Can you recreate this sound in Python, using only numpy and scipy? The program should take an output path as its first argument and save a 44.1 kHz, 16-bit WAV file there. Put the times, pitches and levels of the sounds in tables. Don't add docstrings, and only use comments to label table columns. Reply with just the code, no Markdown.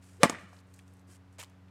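import sys
import numpy as np
from scipy import signal
from scipy.fft import rfft, irfft, next_fast_len
from scipy.io import wavfile
from scipy.ndimage import map_coordinates

SR = 44100
rng = np.random.default_rng(int(sys.argv[2]) if len(sys.argv) > 2 else 0)


def to_wav(sig):
    pcm = np.clip(np.atleast_2d(sig), -1, 1) * 32767
    pcm = np.round(pcm).astype(np.int16)
    wavfile.write(sys.argv[1], SR, pcm.T)


def boost(x):
    u = np.asarray(x, float) / 20
    return 10 ** u


N = 74970


def unit(x):
    return x / np.sqrt(np.mean(x ** 2) + 1e-20)


def along(points, hz):
    point_hz, value = np.transpose(points)
    return np.interp(np.log(hz + 1), np.log(point_hz + 1), value)


def wobble(rate):
    knots = rng.standard_normal(int(N * rate / SR) + 4)
    return map_coordinates(knots, [np.arange(N) * rate / SR])


def filtered(x, response):
    size = next_fast_len(len(x) + SR // 2)
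    hz = np.fft.rfftfreq(size, 1 / SR)
    return irfft(rfft(x, size) * response(hz), size)[:len(x)]


def noise(spectrum, size):
    return unit(filtered(rng.standard_normal(size), lambda hz: boost(along(spectrum, hz))))


def add(x, start_s, part):
    first = round(start_s * SR)
    x[first:][:len(part)] += part[:len(x) - first]


def ring(modes, t):
    return sum(boost(db - 60 * t / t60) * np.sin(2 * np.pi * hz * t) for hz, db, t60 in modes)


def snaps(rows, q=1.3):
    t, out = np.arange(SR // 10) / SR, np.zeros(N)
    for start_s, peak_db, pitch_hz, t60_s in rows:
        click = 3 * (t == 0)
        burst = (rng.standard_normal(len(t)) + click) * boost(-60 * t / t60_s)

        def resonance(f):
            spread = 1j * f * pitch_hz / q
            return (spread / (pitch_hz ** 2 - f * f + spread)) ** 2

        burst = filtered(burst, resonance)
        add(out, start_s, boost(peak_db) * burst / np.abs(burst).max())
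    return out


def machine():
    # order, level_db [dB rms]
    shaft_orders = [(1, -55.5), (2, -62.5), (3, -66.5), (4, -84), (5, -81.5), (6, -85)]
    # pitch_hz [Hz], level_db [dB]
    room_hiss = [(210, -33), (350, -9.5), (664, -10), (1180, -11.5), (1630, -14), (1760, -16),
                 (16000, -41.5)]
    # pitch_hz [Hz], level_db [dB]
    low_rumble = [(25, -4), (60, 0), (130, 0.5), (250, -8), (500, -16)]
    shaft_hz, mains_hz = 92.47, 114
    turn = 2 * np.pi * np.cumsum(shaft_hz * (1 + 0.0022 * wobble(23))) / SR
    hum = np.zeros(N)
    for order, level_db in shaft_orders:
        sway_db = 1.57 * wobble(26)
        hum += boost(level_db + 2 + sway_db) * np.sin(order * turn + rng.uniform(0, 7.7))
    mains = boost(-66.5) * np.sin(2 * np.pi * mains_hz * np.arange(N) / SR)
    hiss = boost(-68) * noise(room_hiss, N)
    rumble = boost(-67) * noise(low_rumble + [(900, -57.0)], N)
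    return hum + mains + hiss + rumble


def clothes():
    # start_s [s], length_s [s], level_db [dB], rise_s [s], fall_s [s]
    rustles = [(0.008, 0.11, -66, 0.024, 0.13), (.318, 0.011, -60.5, 0.0046, .02),
               (0.384, 0.024, -67, 0.0077, 0.068), (0.468, 0.069, -74.5, 0.019, 0.0226),
               (0.524, 0.084, -71, 0.026, 0.013), (0.657, 0.0673, -78.5, 0.014, 0.0295),
               (0.732, 0.057, -69.5, 0.0075, 0.0713), (0.856, 0.152, -78, 0.0096, 0.0246),
               (1.064, 0.096, -63, 0.051, 0.0153), (1.319, 0.028, -74.5, 0.0094, 0.029),
               (1.46, .04, -83.5, 0.01204, 0.035)]
    # pitch_hz [Hz], level_db [dB]
    cloth_colour = [(880, -33.5), (1500, 0.5), (2300, -1.5), (2690, -2.5), (3550, -6), (8490, 0.5),
                    (16000, -19)]
    # start_s [s], peak_db [dB], pitch_hz [Hz], t60_s [s]
    fold_ticks = [(.5303, -49, 900, 0.012), (.531, -56, 5300, 0.024), (0.5662, -54, 4130, 0.0249),
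                  (.588, -54, 4300, 0.0252), (.7393, -48.5, 7130, 0.0315), (0.761, -58, 7490, .02),
                  (.770, -74.5, 8770, 0.018), (0.7908, -48, 8180, .01), (0.7912, -47.5, 2020, 0.011),
                  (.796, -51, 3100, 0.022), (.879, -56, 6850, .03), (.8985, -67, 8900, 0.017),
                  (0.937, -57, 8600, .03), (0.969, -57, 7600, 0.017), (.995, -57.5, 6395, .015),
                  (1.016, -66, 11700, .015), (1.178, -61, 8912, 0.0089), (1.3275, -58, 6873, 0.023),
                  (1.4982, -57, 6387, .01), (1.683, -61, 2460, .03)]
    # start_s [s], peak_db [dB], pitch_hz [Hz], t60_s [s]
    heel_knocks = [(0.414, -50.5, 177, 0.29), (.528, -53, 590, 0.11), (1.088, -54.5, 260.4, .1),
                   (1.12, -60.5, 459, 0.09), (1.387, -46.5, 614, 0.096), (0.2953, -38, 9026, .02),
                   (1.4088, -43, 1530, 0.012)]
    t, shape = np.arange(N) / SR, np.zeros(N)
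    for start_s, length_s, level_db, rise_s, fall_s in rustles:
        rising = (t - start_s) / rise_s
        falling = (start_s + length_s + fall_s - t) / fall_s
        shape += boost(level_db) * np.clip(np.minimum(rising, falling), 0, 1)
    grains = unit(noise(cloth_colour, N) * boost(1.8 * wobble(360)))
    return shape * grains + snaps(fold_ticks + heel_knocks)


def swish():
    # start_s [s], whistle pitch_hz [Hz], level_db [dB]
    swing = [(0.171, 300, -74), (0.199, 364, -56), (0.208, 440, -41.5), (0.224, 582, -41),
             (0.227, 600, -44.5), (0.2305, 710, -48.5)]
    # pitch_hz [Hz], level_db [dB]
    air_colour = [(300, -17), (1200, -1.5), (3000, -8), (9000, -19.5), (16000, -31.5)]
    start_s, pitch_hz, level_db = np.transpose(swing)
    t = np.arange(N) / SR
    pitch = np.interp(t, start_s, pitch_hz) * (1 + 0.029 * wobble(120))
    roughness = boost(1.1 * np.tanh(wobble(60)))
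    whistle = np.sin(2 * np.pi * np.cumsum(pitch) / SR) * roughness
    whistle *= boost(np.interp(t, start_s, level_db, -140, -140))
    rise = np.clip((t - 0.19) / 0.032, 0, 1) ** 2
    fall = np.clip(1 - (t - 0.25) / 0.0062, 0.08, 1)
    before_blow = t < start_s[-1]
    return whistle + boost(-48.5) * rise * fall * before_blow * noise(air_colour, N)


def stick():
    # start_s [s], level_db [dB], contact_ms [ms], crack_db
    # [dB], direction [1 push, -1 pull]
    pulses = [(0.2326, 1.5, .46, -18, 0.9), (0.2343, -4, 0.43, -17.5, 1), (0.2354, -16, 1.48, -34, 1),
              (0.2371, -20, 0.44, -34.5, -1), (0.2425, -21.5, 0.79, -36.5, -1),
              (0.2428, -10, 0.61, -29, 1), (0.244, -16.5, 0.5, -35, -1), (0.2528, -18.5, 0.61, -37, -1),
              (0.255, -14.5, 2.27, -45, -1), (0.2967, -18, 1.2, -31, -1), (0.3, -28, 0.6, -34, -1),
              (0.31, -35.5, 0.52, -62, -1), (0.324, -33.5, 1.14, -61, 0.89),
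              (.3280, -30, 0.72, -62, -0.7)]
    # pitch_hz [Hz], level_db [dB]
    crack_colour = [(800, -11.5), (3000, -11.5), (8500, 7.5), (11000, -3), (16000, -22)]
    # pitch_hz [Hz], level_db [dB], t60_s [s]
    panel_tones = [(175, -10, 0.056), (225, -17.5, 0.088), (443.5, -18.5, 0.061), (512, -17, .03),
                   (680, -17.5, 0.06), (861, -17, 0.078), (1054, -19.5, 0.056), (1140, -19, .05),
                   (1330, -23.5, 0.013), (1514, -22, 0.026), (1750, -24.5, 0.075), (1907.4, -16.5, .05),
                   (2120, -16.5, 0.045), (2360, -19.5, 0.04)]
    # pitch_hz [Hz], level_db [dB]
    crowd_colour = [(200, -25), (600, -3.5), (1200, -1.5), (2200, -11), (3200, -15.5), (6000, -19.5),
                    (12000, -34)]
    # pitch_hz [Hz], level_db [dB], t60_s [s]
    tip_snap = [(4200, -3, .0018), (6000, -2, .0018), (8700, 0, .0026), (11700, -18, .003)]
    # pitch_hz [Hz], level_db [dB], t60_s [s]
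    tip_tones = [(1160, 0, 0.011), (2360, -4.5, 0.0068), (3330, 2.5, 0.0036), (4300, -11, 0.0073),
                 (5330, -3.5, 0.007), (6600, 2, 0.0065), (7380, -6, 0.009), (8200, -13, 0.011)]
    blows, panel, t = np.zeros(N), np.zeros(N), np.arange(SR // 4) / SR
    swell = 1 - np.exp(-t / 0.001)
    release = 0.72
    for start_s, level_db, contact_ms, crack_db, direction in pulses:
        progress = np.clip(t * 1000 / contact_ms, 0, 1)
        press = np.minimum(progress / release, (1 - progress) / (1 - release))
        push = np.sign(direction) * np.sin(np.pi / 2 * press) ** 2
        fall = boost(-60 * t / 0.0035) + boost(-14.5 - 60 * t / 0.07)
        crack = boost(crack_db) * noise(crack_colour, len(t)) * fall * progress
        add(blows, start_s, boost(level_db) * push + crack)
        crowd = boost(-19.5 - 60 * t / 0.079) * noise(crowd_colour, len(t)) * swell
        even_push = push / np.abs(push).sum()
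        tones = signal.fftconvolve(even_push, swell * ring(panel_tones, t))[:len(t)]
        add(panel, start_s, boost(level_db) * (crowd - tones))
    snap_s = pulses[0][0] + 0.85 * pulses[0][2] / 1000
    add(panel, snap_s, -boost(-5) * ring(tip_snap, t))
    rattle_rise = (1 - np.exp(-t / 0.00064)) ** 2
    add(panel, 0.2964, boost(-15) * ring(tip_tones, t) * rattle_rise)
    edge_hz = 65
    return [filtered(x, lambda f: (1j * f / (edge_hz + 1j * f)) ** 3) for x in (blows, panel)]


def studio(x):
    # pitch_hz [Hz], t60_s [s]
    echo_length = [(150, 0.7), (400, 0.45), (1200, 0.73), (2200, 0.68), (3200, 0.64), (8000, 0.5),
                   (14000, 0.3)]
    # pitch_hz [Hz], level_db [dB]
    echo_colour = [(100, 1.5), (400, 5), (1000, -1), (1900, 4.5), (3500, 4), (12000, -2)]
    hz, t, cells = signal.stft(rng.standard_normal(SR), SR, nperseg=256)
    colour_db = along(echo_colour, hz)[:, None]
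    decay_db = 60 * t / along(echo_length, hz)[:, None]
    tail = signal.istft(cells * boost(colour_db - decay_db), SR, nperseg=256)[1]
    gap_s = 0.0054
    tail = tail * np.clip(np.arange(len(tail)) / SR / gap_s, 0, 1) ** 2
    return signal.fftconvolve(x, tail / np.linalg.norm(tail))[:N]


def far_walls():
    # start_s [s], peak_db [dB], pitch_hz [Hz], t60_s [s]
    reflections = [(.272, -35, 2000, 0.017), (.2805, -29.5, 2109, 0.024), (.322, -34.5, 1020, 0.013),
                   (.326, -44, 199, 0.09), (.340, -36.5, 1960, .015), (.347, -35.5, 1630, .02),
                   (.351, -40, 1620, 0.044), (.386, -39.5, 1750, .02)]
    return snaps(reflections, q=3)


def shoe():
    # start_s [s], level_db [dB]
    slide = [(1.3838, -52), (1.389, -51.5), (1.394, -47), (1.411, -47.5), (1.423, -52.5), (1.432, -58.5),
             (1.45, -65), (1.481, -80.5)]
    # start_s [s], peak_db [dB], pitch_hz [Hz], t60_s [s]
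    grit_snaps = [(1.3925, -43, 2320, 0.0148), (1.398, -36, 8010, 0.00863), (1.4003, -38, 3002, 0.0089),
                  (1.4052, -39.5, 3100, .008), (1.4115, -50, 7500, 0.0092), (1.412, -41.5, 3120, .01),
                  (1.416, -42, 2210, .012), (1.4165, -47, 8200, .01), (1.4275, -39, 7100, 0.0065),
                  (1.4288, -40.5, 1246, 0.014), (1.429, -41.5, 8400, .01), (1.4345, -39.5, 7030, 0.009),
                  (1.4355, -41, 2440, 0.014), (1.4362, -45, 902, 0.013), (1.4385, -42, 8420, 0.0044),
                  (1.4452, -48, 8050, .004), (1.4453, -44.5, 3490, 0.0053)]
    # pitch_hz [Hz], level_db [dB]
    sole_colour = [(210, -40.5), (350, -10), (791, -7.5), (871, -2), (1070, -12.5), (2240, -3), (4310, -12),
                   (8170, -6), (16000, -27)]
    start_s, level_db = np.transpose(slide)
    slide_db = np.interp(np.arange(N) / SR, start_s, level_db, -140, -140)
    grain_db = 2.5 * wobble(1800) - 1.25
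    return boost(slide_db + grain_db) * noise(sole_colour, N) + snaps(grit_snaps)


def scene():
    background = machine()
    small = clothes() + swish() + shoe()
    blows, panel = stick()
    into_room = blows + boost(-14) * panel + boost(-5) * small
    room = boost(-19) * studio(into_room) + far_walls()
    return (blows + panel + small + room + background)[None]


def roll_off(x):
    return signal.sosfilt(signal.butter(12, 16570, fs=SR, output="sos"), x)


def record(dry):
    low_cut_hz, top_hz, clip_level = 50, 15800, 1.02
    x = filtered(dry[0], lambda f: (1j * f / (low_cut_hz + 1j * f)) ** 2)
    x = x / (1 + np.abs(x / clip_level) ** 8) ** (1 / 8)
    x = filtered(x, lambda f: 1 / (1 + (f / top_hz) ** 20))
    return roll_off(x[None])


dry = scene()
out = record(dry)
to_wav(out)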